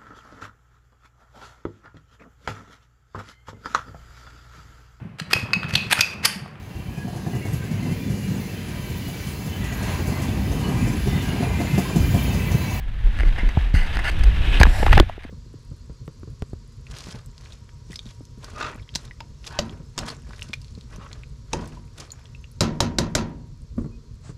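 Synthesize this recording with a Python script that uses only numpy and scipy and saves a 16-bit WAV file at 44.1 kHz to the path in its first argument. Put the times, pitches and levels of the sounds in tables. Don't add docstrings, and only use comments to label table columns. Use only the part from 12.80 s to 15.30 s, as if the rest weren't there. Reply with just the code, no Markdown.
import sys
import numpy as np
from scipy import signal
from scipy.fft import rfft, irfft
from scipy.io import wavfile
from scipy.ndimage import uniform_filter1d

SR = 44100
rng = np.random.default_rng(int(sys.argv[2]) if len(sys.argv) > 2 else 0)


def attenuation_scalar(level_db):
    decades = np.asarray(level_db, float) / 20
    return 10 ** decades


def log_audio(samples):
    frames = np.atleast_2d(samples).T
    limited = np.clip(frames, -1, 1)
    pcm = np.round(limited * 32767).astype(np.int16)
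    wavfile.write(sys.argv[1], SR, pcm)


N = 110250


def rms_one(x):
    return x / np.sqrt(np.mean(x ** 2) + 1e-20)


def in_time(rows):
    s, db = np.transpose(rows)
    return attenuation_scalar(np.interp(np.arange(N) / SR, s, db, left=db[0], right=db[-1]))


def drift(rate_hz):
    r = np.exp(-2 * np.pi * rate_hz / SR)
    noise = rng.standard_normal(N + SR)
    return rms_one(signal.lfilter([1], [1, -2 * r, r * r], noise)[SR:])


def coloured(tone):
    hz, db = np.transpose(tone)
    f = np.arange(1, N // 2 + 2) * SR / N
    gain = attenuation_scalar(np.interp(np.log(f), np.log(hz), db, left=-90, right=-90))
    return rms_one(irfft(rfft(rng.standard_normal(N)) * gain, N))


def resonate(x, peaks):
    out = 0
    for k, (hz, width, db) in enumerate(peaks):
        r = np.exp(-np.pi * width / SR)
        poles = [1, -2 * r * np.cos(2 * np.pi * hz / SR), r * r]
        gain = (-1) ** k * attenuation_scalar(db) * (1 - r * r) / 2
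        out = out + gain * signal.lfilter([1, 0, -1], poles, x)
    return out


def twice(x, peaks):
    out = 0
    for hz, width, db in peaks:
        once = resonate(x, [(hz, width, 0)])
        out = out + resonate(once, [(hz, width * 2, db)])
    return rms_one(out)


def cut(x, hz, kind, order=2):
    return signal.sosfilt(signal.butter(order, hz, kind, fs=SR, output="sos"), x)


def add(out, x, s):
    i = int(s * SR)
    out[i:i + len(x)] += x[:N - i]


# time_s, level_db
BUFFET_LEVEL = [(0, -27), (.5, -22), (.9, -31), (1.1, -24), (1.27, -25), (1.42, -16), (1.7, -21),
                (1.95, -21.5), (2.2, -6.5), (2.26, -29), (2.4, -39.5), (2.5, -36)]
# frequency_hz, density_db
BUFFET_SPECTRUM = [(8.8, -64), (15, 4), (32, -8.5), (48, -1), (141, -20), (330, -34.5), (400, -93),
                   (520, -94), (880, -120)]
# centre_s, peak_db, pitch_hz, length_s
EDDIES = [(0.088, -14.5, 35, 0.043), (0.268, -6.5, 34.8, 0.099), (0.407, -10.5, 37.7, 0.034),
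          (0.477, -7, 31.4, 0.16), (0.66, -7.5, 33, 0.099), (0.855, -15.5, 43.2, 0.23),
          (0.99, -11, 30.5, 0.19), (1.176, -18.5, 47, 0.097), (1.408, -7.5, 37.6, 0.049),
          (1.472, -5.5, 48.4, 0.085), (1.61, -10, 55.6, 0.034), (1.698, -9.5, 46.4, 0.11),
          (1.764, -10, 33.9, 0.147), (1.849, -6.5, 37.1, 0.12), (1.911, -9.5, 32.6, 0.084),
          (2.098, -6.5, 35.4, 0.054), (2.148, -10.5, 33.1, 0.238), (2.266, -20.5, 33.5, 0.03)]
BUFFET_EVEN = 0.61
EDDY_BEND = 3.0


def buffet():
    x = coloured(BUFFET_SPECTRUM)
    swell = uniform_filter1d(np.abs(signal.hilbert(x)), size=600)
    evened = rms_one(x / (swell + 0.037) ** BUFFET_EVEN)
    out = in_time(BUFFET_LEVEL) * cut(evened, 153, "low")
    chance = rng.uniform(-1.19, 1, (len(EDDIES), 2))
    for (s, db, hz, length), (phase, bend) in zip(EDDIES, chance):
        t = np.arange(-length / 2, length / 2, 1 / SR)
        window = np.cos(np.pi * t / length) ** 2
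        cycles = hz * t * (1 + bend * EDDY_BEND * t)
        add(out, attenuation_scalar(db) * window * np.cos(2 * np.pi * cycles + np.pi * phase), s - length / 2)
    return out


# start_s, peak_db, ring_hz, ring_t60_s, crack_re_ring_db
CRACKS = [(.7695, -17, 620, 0.012, -26), (.7728, -12, 830, 0.014, -18), (1.8122, -4.5, 890, 0.014, -3.5),
          (1.8138, -6, 750, 0.01, -5), (1.818, -15, 1000, 0.027, -19), (1.832, 5, 1660, 0.02, -13),
          (1.8538, -4, 1160, 0.0054, -16.5), (1.867, -14.5, 1850, 0.0099, -8), (2.002, -17, 650, 0.01, -13),
          (2.0275, -12, 700, 0.008, -2), (2.0298, -7, 490, 0.015, -11.5), (2.034, -20, 890, 0.019, -3),
          (2.0645, -5, 813, 0.017, -8), (2.08, -15, 1900, 0.008, -2), (2.094, -18.5, 2590, 0.0072, -5),
          (2.1285, -5, 1900, 0.011, -3), (2.1295, -9, 900, 0.012, -20), (2.132, -8.5, 1700, 0.012, -5),
          (2.1722, -10.5, 700, 0.036, -21), (2.1748, -8, 770, 0.025, -22), (2.1771, -3, 760, 0.013, -6.5),
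          (2.1782, -5, 340, 0.0143, -4.5), (2.188, -18, 550, 0.01, -21), (2.1989, 1.5, 1150, 0.0065, -9),
          (2.2005, 3.5, 332, 0.027, -24.5), (2.203, -9, 620, 0.013, -15), (2.228, -16, 420, 0.008, -16),
          (2.296, -16, 690, 0.016, -3), (2.379, -24, 400, 0.016, -8), (2.45, -23, 255, 0.025, -15),
          (2.494, -30.5, 450, 0.015, -26)]
# frequency_hz, width_hz, level_db
HOUSING = [(764, 390, -1.5), (1480, 75, 7), (1700, 160, 3), (2076, 140, 8), (2806, 265, -2.5)]
CRACK_S, CRACK_CUT_HZ, DULL_PER_DB = 0.00086, 3520, 0.54
TICK_S, TICK_DB, TICK_GROWS = .0006, -15, 1.1


def cracks():
    out, t = np.zeros(N), np.arange(3000) / SR
    for (s, db, hz, t60, crack_db), noise in zip(CRACKS, rng.standard_normal((len(CRACKS), 3000))):
        dull = cut(noise, CRACK_CUT_HZ * attenuation_scalar(DULL_PER_DB * db), "low", order=3)
        burst = dull * (t / CRACK_S) * np.exp(1 - t / CRACK_S)
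        tick = attenuation_scalar(TICK_DB + TICK_GROWS * db) * noise * (t / TICK_S) * np.exp(1 - t / TICK_S)
        ring = np.sin(2 * np.pi * hz * t) * attenuation_scalar(-60 * t / t60) * (1 - np.exp(-t / .0003))
        crack = 3 * burst + 2.15 * resonate(burst + tick, HOUSING) + tick
        add(out, attenuation_scalar(db) * (cut(ring, hz / 2, "high") + attenuation_scalar(crack_db) * crack), s)
    return out


# start_s, peak_db, pitch_hz, t60_s
JOLTS = [(0.434, -12.5, 200, 0.011), (0.632, -17.5, 141, 0.051), (1.165, -30.5, 193, 0.14),
         (0.773, -2.5, 63.7, 0.099), (0.581, -28.5, 220, 0.082), (0.941, -5, 61.4, 0.16),
         (0.943, -25, 173, 0.41), (1.8041, 0.5, 61.4, 0.27), (1.869, -11, 122, 0.055),
         (1.998, -13.5, 111, 0.017), (2.065, -13.5, 220, 0.027), (2.113, -6, 70.4, 0.038),
         (2.174, -3.5, 73.5, 0.04), (2.2, 4.5, 48.6, 0.082), (2.203, -7.5, 168, 0.033)]


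def jolts():
    out, t = np.zeros(N), np.arange(9000) / SR
    for s, db, hz, t60 in JOLTS:
        sagging_t = t + 0.0055 * (1 - np.exp(-t / 0.0035))
        onset = 1 - np.exp(-t / 0.00081)
        add(out, attenuation_scalar(db - 60 * t / t60) * np.sin(2 * np.pi * hz * sagging_t) * onset, s)
    return out


# time_s, level_db
STREAM_LEVEL = [(0, -49), (.17, -47), (.35, -41.5), (.5, -42), (.8, -39.5), (.92, -43.5), (1.1, -38),
                (1.52, -38.5), (1.6, -37.5), (1.68, -34), (1.79, -32.5), (1.84, -35), (2.0, -42.5),
                (2.165, -32), (2.19, -40), (2.33, -47.5), (2.5, -52.5)]
# frequency_hz, density_db
STREAM_SPECTRUM = [(300, -16), (700, 0), (1190, -3), (1720, 2), (3800, -5.5), (4250, -13), (8000, -26),
                   (14500, -34)]
# frequency_hz, width_hz, level_db
WHISTLE_MODES = [(2530, 270, 4.5), (3150, 390, 1.5), (3780, 310, -3.5), (8200, 870, -22.5),
                 (13500, 1000, -34)]
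# frequency_hz, width_hz, level_db
HOUSING_TOP = [(4500, 650, 0), (5800, 900, -8), (7400, 1000, -13), (9250, 500, -10), (11800, 1600, -18),
               (13500, 1200, -21)]
PORT = (1700, 58, -4)
SEAM_DB, FLICKER_DB = -34, 1.2
WHISTLE_DB, WHISTLE_POWER = -45, 2.2
RUMBLE_DB, RUMBLE_POWER, RUMBLE_HZ, RUMBLE_RIDES = -41.5, 0.9, (92, 262), 0.56


def stream(pressure):
    speed = in_time(STREAM_LEVEL)
    flicker = attenuation_scalar(FLICKER_DB * (drift(20) + drift(150)))
    air = coloured(STREAM_SPECTRUM) * flicker
    seams = attenuation_scalar(SEAM_DB) * twice(air, HOUSING_TOP[3:])
    hiss = rms_one(air + resonate(air, [PORT]) + seams)

    broad = resonate(rng.standard_normal(N) * flicker, [(2780, 2800, 0.011)])
    whistle = resonate(broad, WHISTLE_MODES[:3]) + resonate(rng.standard_normal(N), WHISTLE_MODES[3:])
    whistle_gain = attenuation_scalar(WHISTLE_DB) * (speed / attenuation_scalar(-38.5)) ** WHISTLE_POWER

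    band = cut(cut(rng.standard_normal(N), RUMBLE_HZ[0], "high"), RUMBLE_HZ[1], "low")
    rumble = rms_one(band * attenuation_scalar(1.5 * drift(14.0)))
    rides = (uniform_filter1d(np.abs(pressure), size=900) * 10 + 0.0072) ** RUMBLE_RIDES
    rumble_gain = attenuation_scalar(RUMBLE_DB) * (speed / attenuation_scalar(-40)) ** RUMBLE_POWER * rides
    return speed * hiss + whistle_gain * rms_one(whistle) + rumble_gain * rumble


# start_s, length_s, level_db, fade_over_length_db, brightness_db
RUBS = [(0.362, 0.067, -43.5, 2.5, 7), (0.388, 0.0038, -22.5, 19, 4.5), (0.3983, 0.0025, -23, 5, 3),
        (0.405, 0.0042, -21, 13, -2), (0.432, 0.0051, -34, 4, 0), (0.448, 0.046, -44, -3.5, 4),
        (0.559, 0.12, -36, 7, -15), (0.581, 0.039, -31.5, 17, 3), (.689, 0.003, -27.5, 8, 8.5),
        (.69, 0.015, -31, 17, -12), (0.939, 0.14, -30.5, 7.5, 9.5), (1.127, 0.033, -40, -8.5, 4),
        (1.17, 0.0034, -14, 20, 5), (1.19, 0.026, -26, 19, 4), (1.24, .06, -28.5, -4.5, 2.5),
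        (1.3, 0.0035, -37, 4, 13), (1.314, 0.058, -41, 16, 12.5), (1.39, 0.016, -53, 24, 31),
        (1.435, 0.0082, -28.5, 0.5, 11.5), (1.513, 0.01, -38, 6, 4), (1.799, 0.011, -20, 3, 13),
        (1.813, 0.013, -21, 8, 9), (2.062, 0.02, -21, 17, 3), (2.108, 0.03, -32.5, -4, 6),
        (2.15, 0.022, -29, 7, 6), (2.091, 0.011, -31, 12, -3), (2.134, 0.013, -24, 9, -3),
        (2.17, .01, -56, -1, -20), (2.188, 0.011, -18.5, 13, -6), (2.422, 0.003, -42, 6, 8),
        (2.434, 0.003, -40, 6, 8), (2.44, 0.0084, -39.5, 5, 4)]
RUB_EDGE_HZ, RUB_BROAD_DB, RUB_GRAIN_DB, TOP_DB = 300, -14, 1.5, -18
TREBLE_FADES = 1.7
HOUSING_SHIFTS_DB = 1.2


def rubs():
    level, bright = np.zeros(N), np.zeros(N)
    for s, length, db, fade_db, bright_db in RUBS:
        shape = attenuation_scalar(db - np.linspace(0, fade_db, max(int(length * SR), 8)))
        add(level, shape, s)
        add(bright, (shape / attenuation_scalar(db)) ** TREBLE_FADES * attenuation_scalar(db + bright_db + TOP_DB), s)
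    grit = rng.standard_normal(N) * attenuation_scalar(RUB_GRAIN_DB * drift(150))
    modes = 0
    for k, peak in enumerate(HOUSING):
        modes = modes + (-1) ** k * resonate(grit, [peak]) * attenuation_scalar(HOUSING_SHIFTS_DB * drift(6.0))
    broad = cut(cut(grit, 2300, "low"), 830, "high")
    body = rms_one(cut(modes, 5300, "low") + attenuation_scalar(RUB_BROAD_DB) * broad)
    high = twice(grit, HOUSING_TOP)
    level = cut(level, RUB_EDGE_HZ, "low", order=1)
    bright = cut(bright, RUB_EDGE_HZ, "low", order=1)
    return level * body + bright * high


# start_s, length_s, level_db, pitch_hz, width_hz
SQUEAKS = [(.432, .006, -28, 1400, 700), (.582, .03, -34, 1950, 300), (.688, .008, -40, 5800, 500),
           (.688, .014, -36, 2100, 250), (.945, .11, -37, 2010, 160), (.95, .08, -42, 2840, 200),
           (1.188, .014, -31, 1700, 150), (1.243, .058, -32, 1710, 180), (1.25, .045, -37, 1480, 120),
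           (1.25, .05, -38, 2900, 400), (1.434, .009, -42, 8200, 1500), (2.145, .025, -33, 3500, 900)]
SQUEAK_EDGE_S = .0015


def squeaks():
    out = np.zeros(N)
    for (s, length, db, hz, width), noise in zip(SQUEAKS, rng.standard_normal((len(SQUEAKS), 8000))):
        t = np.arange(int(length * SR)) / SR
        attack = 1 - np.exp(-t / SQUEAK_EDGE_S)
        release = 1 - np.exp((t - length) / (3 * SQUEAK_EDGE_S))
        settled = twice(noise, [(hz, width, 0)])[-len(t):]
        add(out, attenuation_scalar(db) * attack * release * settled, s)
    return out


# time_s, level_db
PAYOUT_LEVEL = [(1.835, -63), (1.87, -39), (1.95, -34.5), (2.0, -31), (2.08, -37.5), (2.17, -48),
                (2.195, -88)]
# frequency_hz, width_hz, level_db
LINE_MODES = [(700, 330, 4.5), (1700, 880, 1.5), (2540, 1000, -6.5), (3670, 1500, -8), (4840, 1900, -14),
              (6800, 2000, -14), (9200, 2000, -20), (12200, 1100, -17), (13700, 1500, -28)]


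def payout():
    t = np.arange(N) / SR
    running = (t > PAYOUT_LEVEL[0][0]) & (t < PAYOUT_LEVEL[-1][0])
    grit = rng.standard_normal(N) * attenuation_scalar(1.2 * drift(83))
    return running * in_time(PAYOUT_LEVEL) * twice(grit, LINE_MODES)


def scene():
    pressure = buffet() + jolts()
    return (pressure + stream(pressure) + rubs() + cracks() + payout() + squeaks())[None]


def band_limit(x):
    return signal.sosfilt(signal.butter(12, 16500, fs=SR, output="sos"), x)


MIC_CUT_HZ, INPUT_CUT_HZ, CEILING = 14200, 21000, 1.0


def record(dry):
    x = cut(dry, MIC_CUT_HZ, "low", order=6)
    overloaded = x / (1 + np.abs(x / CEILING) ** 4) ** (1 / 4)
    mix = cut(overloaded, INPUT_CUT_HZ, "low", order=8)
    return band_limit(mix)


dry = scene()
out = record(dry)
log_audio(out)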